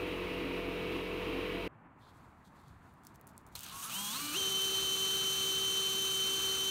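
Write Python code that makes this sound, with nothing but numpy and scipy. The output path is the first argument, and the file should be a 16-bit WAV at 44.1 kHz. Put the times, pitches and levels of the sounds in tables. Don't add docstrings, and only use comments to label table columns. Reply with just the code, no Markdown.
import sys
import numpy as np
from scipy import signal
from scipy.fft import rfft, irfft
from scipy.io import wavfile

SR = 44100
rng = np.random.default_rng(int(sys.argv[2]) if len(sys.argv) > 2 else 0)


def wrap_up_sound(samples):
    columns = np.atleast_2d(samples).T
    tamed = np.clip(columns, -1, 1)
    steps = np.round(tamed * 32767).astype(np.int16)
    wavfile.write(sys.argv[1], SR, steps)


def invert_db(level):
    return 10 ** (np.asarray(level, dtype=float) / 20)


N = 295470
T = np.arange(N) / SR
HZ = np.maximum(np.arange(N // 2 + 1) * SR / N, 1)

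FULL_SPEED = 384.5
MOTOR_ON_S, CREEP_TURNS = 3.55, 30
BITE_TURNS = 155


def at_hz(points, hz):
    points = np.array(points)
    return np.interp(np.log(hz), np.log(points[:, 0]), points[:, 1])


def rms_one(x):
    return x / np.sqrt(np.mean(x ** 2) + 1e-20)


def drift(rate):
    r = np.exp(-80 * np.pi * rate / SR)
    noise = rng.standard_normal(N // 40 + 2002)
    slow = signal.lfilter([1], [1, -2 * r, r * r], noise)[2000:]
    return np.interp(np.arange(N) / 40, np.arange(len(slow)), rms_one(slow))


def swell(start, length, attack, release):
    rise = np.clip((T - start) / attack + 1, 0, 1) ** 2
    return rise * np.exp(-np.maximum(T - start - length, 0) / release)


def ring(clicks, hz, t60):
    r, w = invert_db(-60 / (t60 * SR)), 2 * np.pi * hz / SR
    return signal.lfilter([0, np.sin(w)], [1, -2 * r * np.cos(w), r * r], clicks + 1e-18)


def line(phase, rough, rate):
    in_step = (1 + rough * drift(rate)) * np.sin(phase)
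    return np.sqrt(2) * (in_step + rough * drift(rate) * np.cos(phase))


def grains(per_s, spread_db):
    sizes = invert_db(spread_db * np.minimum(rng.exponential(1, N), 5)) * rng.choice([-1, 1], N)
    return sizes * (rng.random(N) < per_s / SR)


def shaped(x, colour_db, patchy_db, ref=(20, 20000)):
    spec = rfft(x) * invert_db(colour_db) * (HZ < 15760)
    in_ref = (HZ > ref[0]) & (HZ < ref[1])
    spec = spec / np.sqrt(2 * np.sum(abs(spec[in_ref]) ** 2)) * N
    out, together = 0, drift(6.2)
    for octave in range(4, 15):
        share = np.cos(np.pi / 2 * np.clip(np.log2(HZ) - octave, -1, 1)) ** 2
        flicker = invert_db(patchy_db * (0.4 * together + 0.29 * drift(37)))
        out = out + irfft(spec * share, N) * flicker
    return out


def drill():
    turns = motor_speed()
    shake = (turns / FULL_SPEED) ** 3
    slack = 1 - np.minimum(shake, 1)
    strain = np.tanh(np.maximum(np.gradient(np.log(turns)) * SR, 0) / 13.4)
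    unsteady_turns = turns * (1 + .0006 * drift(5) + .002 * drift(60))
    angle = 2 * np.pi * np.cumsum(unsteady_turns) / SR
    creeping = np.clip(1 - (turns - 63) / 6, 0, 1)
    jolt = swell(MOTOR_ON_S + 0.0034, 0.0097, .006, 0.0023)
    whine = motor_whine(turns, angle, shake, slack, strain, creeping)
    gears = gear_rush(turns, angle, slack, strain, jolt)
    rub = paper_rub(turns, angle, slack, strain, creeping, jolt)
    running = np.clip((T - MOTOR_ON_S) / 0.0065, 0, 1)
    return running * (whine + control_whistle() + gears + rub)


def motor_speed():
    # t/s, speed aimed at/turns per s, lag/s
    squeezes = [
        (3.62, 70, .026),
        (3.821, 113, .012),
        (3.895, 150, .005),
        (3.9, 205, .024),
        (4.075, 222, .018),
        (4.12, 295.5, .022),
        (4.329, 471.7, .0234),
        (4.364, 384.6, .0201),
    ]
    turns, aim = np.full(N, float(CREEP_TURNS)), CREEP_TURNS
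    for s, new_aim, lag in squeezes:
        age = np.maximum(T - s, 0) / lag
        turns = turns + (new_aim - aim) * (1 - (1 + age) * np.exp(-age))
        aim = new_aim
    return turns


def motor_whine(turns, angle, shake, slack, strain, creeping):
    order_numbers = [.1745, .349, .482, .8255, 1, 1.1745, 2, 3, 4, 5, 6, 7, 7.087, 8, 9, 10, 11, 12, 14, 15,
                     16, 17, 20, 23, 24]
    order_db = [-28, -30, -38, -40, -28, -39, -45, -50, -41, -42, -56, -52, -58, -35, -50, -48.5, -50, -59,
                -55, -43, -43, -50, -53, -46, -50]
    # f/Hz, level/dB
    housing = [(80, -38), (385, -20), (640, -24), (1050, -9), (1300, -9), (1600, -25), (2000, -27),
               (2600, -6), (3050, 0), (3450, -5), (4250, -4), (5000, -23), (6150, -3), (7700, -14)]
    unbalanced = [.1745, .349, .482, .8255, 1.1745, 7, 7.087, 9, 11, 15, 17, 23, 24]
    wobble = [2, 3]
    pole_pass, cogging = 8, 12
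    idling = 1 / (1 + (turns / BITE_TURNS) ** 8)
    whine = 0
    for k, db in zip(order_numbers, order_db):
        height = invert_db(db + at_hz(housing, k * turns))
        if k in unbalanced:
            height *= shake ** 2
        elif k in wobble:
            height *= np.sqrt(shake)
        elif k == pole_pass:
            height *= shake ** .75
        if k < 6:
            height *= 1 - .75 * idling
        if k == cogging:
            octaves_off = np.log2(turns / 118)
            height *= 1 + invert_db(16) * np.exp(-(octaves_off / .45) ** 2)
        rough = .16 + .2 * slack * (k < 2)
        whine = whine + height * line(k * angle + rng.uniform(0, 7), rough, rate=30)
    load_db = -.3 + 0.5 * slack + 1 * strain
    return whine * invert_db(load_db) * (1 - .95 * creeping)


def control_whistle():
    # t/s, length/s, level/dB
    chirps = [
        (3.725, .02, -55.5),
        (3.84, .015, -53),
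    ]
    chopper = 2 * np.pi * 11027 * T
    height = sum(invert_db(db) * swell(s, length, 0.013, 0.037) for s, length, db in chirps)
    upper = line(chopper + 260 * 2 * np.pi * T, rough=.4, rate=20)
    return height * (line(chopper, rough=.3, rate=20) + .5 * upper)


def gear_rush(turns, angle, slack, strain, jolt):
    # f/Hz, level/dB per Hz
    gear_colour = [(40, -48), (90, -28), (140, -1), (300, -6.5), (500, -8), (720, -13.5), (1280, -2),
                   (2000, -11), (2900, -2.5), (3500, -5.5), (4250, 1), (4900, -11.5), (7000, -52)]
    gears = shaped(rng.standard_normal(N), at_hz(gear_colour, HZ), patchy_db=1.4, ref=(500, 2500))
    for band_hz, share in [([230, 800], .75), ([3700, 4800], .55)]:
        body = signal.butter(2, band_hz, "band", fs=SR, output="sos")
        gears -= share * slack ** 2 * signal.sosfilt(body, gears)
    gears *= 1 + 0.13 * np.sin(angle)
    gear_db = -50.0 + 3.5 * np.log2(turns / FULL_SPEED) + 5 * strain
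    return (invert_db(gear_db) + invert_db(-58.5) * jolt) * gears


def paper_rub(turns, angle, slack, strain, creeping, jolt):
    # f/Hz, level/dB per Hz
    rub_colour = [(2500, -24), (5000, -1.5), (6300, 6.5), (7500, 1.5), (8500, 6), (9600, 2.5), (10600, -4),
                  (11500, -1), (12700, 3.5), (14000, -3.5), (15200, 2.5), (16000, -11)]
    grit = rng.standard_normal(N) + .3 * grains(1400, spread_db=-13)
    rub = shaped(grit, at_hz(rub_colour, HZ), patchy_db=0.2, ref=(7000, 15000))
    rub *= (1 + 0.13 * np.sin(angle / 12.0)) * (1 + 0.13 * np.sin(angle))
    idling = 1 / (1 + (turns / BITE_TURNS) ** 8)
    rub_db = -44.5 + np.log2(np.minimum(turns / 210, 1)) + 2.5 * strain - 4 * idling
    unsteady_db = (0.5 + 0.91 * slack) * drift(12)
    unsteady_db = unsteady_db + creeping * (-6 + 2.5 * drift(45))
    return (invert_db(rub_db + unsteady_db) + invert_db(-47.5) * jolt) * rub


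def paper():
    # t/s, length/s, level/dB, brightness (below 0 dull, above 0 sharp)
    strokes = [(2.012, .09, -79, -2.6), (2.085, .03, -76, -.6), (2.12, .15, -82, -.2),
               (2.447, .035, -74, -.5), (2.54, .17, -81, -.5), (2.82, .1, -85, .2), (3.035, .065, -77, .25),
               (3.143, .012, -75, .87), (3.283, .02, -74, .9), (3.38, .03, -80, .3), (3.465, .01, -75, .6),
               (3.52, .035, -76, .3)]
    # t/s, peak level/dB, centre f/Hz
    paper_snaps = [(2.613, -62, 7000), (2.6818, -54, 5000), (2.9382, -56, 6550), (3.0355, -50, 8000),
                   (3.05, -44, 9220), (3.0684, -34, 6370), (3.0734, -48, 6380), (3.1443, -59, 8000),
                   (3.1577, -45, 8860), (3.1951, -56, 10000), (3.2121, -41, 13000), (3.2424, -61, 8550),
                   (3.27, -38, 14600), (3.2754, -43, 14200), (3.2914, -49, 12000), (3.3134, -60, 12400),
                   (3.3333, -62, 12300), (3.3674, -60, 11500), (3.3782, -33, 14200), (3.4126, -56, 11400),
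                   (3.4655, -47, 11700), (3.4734, -50, 14100), (3.4864, -52, 6370), (3.5254, -53, 7190),
                   (3.5523, -29, 13400)]
    # t/s, peak level/dB
    gear_ticks = [
        (3.5917, -28),
        (3.6064, -31),
        (3.6194, -38),
        (3.6331, -31),
        (3.6384, -33),
        (3.6646, -32),
        (3.686, -35),
        (3.696, -32),
    ]
    level = invert_db(-82.5) * (.3 + .7 * swell(2.0, 9, .05, 1))
    tint = 0
    for s, length, db, brightness in strokes:
        attack, release = .3 * length, .2 * length
        stroke = invert_db(db) * swell(s + attack / 2, length - attack, .004 + attack, .004 + release)
        level = level + stroke
        tint = tint + brightness * stroke
    bright = tint / level
    rough = rng.standard_normal(N) + grains(300 * invert_db(6 * drift(30) + 8 * bright), spread_db=4)
    dull_db = at_hz([(2500, -25), (3300, 0), (4500, -3), (5500, -15), (16000, -26)], HZ)
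    sharp_db = at_hz([(3000, -20), (7000, 0), (9000, -1), (10500, -6), (13000, -4), (16000, -10)], HZ)
    dull = shaped(rough, dull_db, patchy_db=1)
    sharp = shaped(rough, sharp_db, patchy_db=1)
    rustle = invert_db(-6 * bright) * dull + invert_db(6 * bright) * sharp
    out = invert_db(-4 + 1.3 * drift(12)) * level * rustle
    age = np.arange(300) / SR
    snaps = paper_snaps + [(s, db, 8000) for s, db in gear_ticks]
    for s, db, hz in snaps:
        crack = rng.standard_normal(300) * (np.exp(-age / .00015) + .15 * np.exp(-age / .0018))
        band = signal.butter(2, [.5 * hz, min(2.5 * hz, 19000)], "band", fs=SR, output="sos")
        crack = signal.sosfilt(band, crack)
        i = round((s + .0007) * SR)
        out[i:i + 300] += invert_db(db + 0.5) * crack / abs(crack).max()
    return out


def trigger():
    # t/s, level/dB
    contacts = [
        (3.554, -40.5),
        (3.556, -51),
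        (3.56, -54),
        (3.562, -42.5),
        (3.564, -55),
    ]
    # f/Hz, level/dB, t60/s
    modes = [
        (1280, 0, 0.032),
        (4150, 2, 0.011),
        (2720, -19, .015),
        (8400, -5, 0.0085),
        (13500, -6, .01),
    ]
    at = [round(s * SR) for s, db in contacts]
    contact_db = np.array(contacts)[:, 1]
    out = np.zeros(N)
    for hz, mode_db, t60 in modes:
        clicks = np.zeros(N)
        clicks[at] = invert_db(contact_db + mode_db + rng.normal(0, 3, len(at)))
        out += ring(clicks, hz, t60)
    return out


def extractor():
    # multiple of the shaft rate, level/dB
    fan_orders = [(1, -3), (2, -6.5), (3, -15), (4, -3), (5, -14), (6, -11), (7, -10.5), (8, -2), (9, -1),
                  (10, 2), (11, 2.5), (12, -39), (13, -13)]
    # f/Hz, level/dB
    fan_tones = [
        (675.4, -57),
        (933, -64),
        (1982, -66),
        (2252, -62),
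        (3799, -72),
        (3887, -71),
        (3977, -72),
    ]
    # f/Hz, level/dB per Hz
    fan_rush = [(18, -30), (30, -22), (70, -10.5), (131, -12), (184, -14), (227, -15), (486, -6),
                (554, -8.5), (760, -16), (962, -9.5), (1590, -19), (2680, -16), (7470, -42.5), (13300, -47),
                (16000, -45)]
    # f/Hz, width/Hz, level/dB
    cabinet = [(198, 33, 7.5), (272.7, 14, 13), (300, 50, 8.5), (344, 41, 8), (399, 28, 2),
               (508, 69, -10.5), (850, 66, -2.5), (945, 200, -1.5), (2650, 910, 6.5), (4000, 140, 3),
               (9530, 770, 10), (13350, 1500, 12.5)]
    turn = 2 * np.pi * 44.7 * T
    hum = sum(invert_db(db) * line(k * turn + rng.uniform(0, 7), rough=.17, rate=4) for k, db in fan_orders)
    tones = 0
    for hz, db in fan_tones:
        tones = tones + invert_db(db + 2 * drift(.7)) * line(2 * np.pi * hz * T, rough=.6, rate=5)
    late = line(2 * np.pi * 3138 * T, rough=.4, rate=5)
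    tones += invert_db(-61) * swell(1.3, 1, .6, 1) * late
    boxed_db = sum(db / (1 + (2 * (HZ - hz) / width) ** 2) for hz, width, db in cabinet)
    rush = shaped(rng.standard_normal(N), at_hz(fan_rush, HZ) + boxed_db, patchy_db=1.4)
    duct = signal.butter(2, 38, "high", fs=SR, output="sos")
    return invert_db(-49) * hum + tones + invert_db(-40.5) * signal.sosfilt(duct, rush)


def bench():
    # f/Hz, level/dB per Hz
    room = [(15, -41), (30, -16.5), (90, -5.5), (160, -8), (260, -10.5), (400, -18), (520, -21), (680, -17),
            (1000, -13), (1800, -23.5), (2900, -35), (5000, -72), (16000, -69)]
    # t/s, peak level/dB, f/Hz
    thuds = [
        (2.468, -53.5, 185),
        (2.669, -49.5, 143),
    ]
    tone = invert_db(-62.5) * shaped(rng.standard_normal(N), at_hz(room, HZ), patchy_db=3.0, ref=(400, 2500))
    rumble = signal.sosfilt(signal.butter(2, 130, fs=SR, output="sos"), tone)
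    out = tone - rumble + invert_db(-64 + 3.5 * drift(2.4)) * rms_one(rumble)
    for s, db, hz in thuds:
        age = np.maximum(T - s, 0)
        out += invert_db(db - 0.5) * np.sin(2 * np.pi * hz * age) * age / 0.0091 * np.exp(1 - age / 0.0083)
    return out


def scene():
    later = np.clip((T - 1.678) / 0.002 + .5, 0, 1)
    at_bench = drill() + paper() + trigger() + bench()
    mono = (1 - later) * extractor() + later * at_bench
    return np.array([mono, mono])


def band_limit(x):
    return signal.sosfilt(signal.butter(12, 16790, fs=SR, output="sos"), x)


def record(dry):
    top_cut = signal.cheby2(10, 40, 16850.0, fs=SR, output="sos")
    mix = signal.sosfilt(top_cut, dry)
    return band_limit(mix)


dry = scene()
out = record(dry)
wrap_up_sound(out)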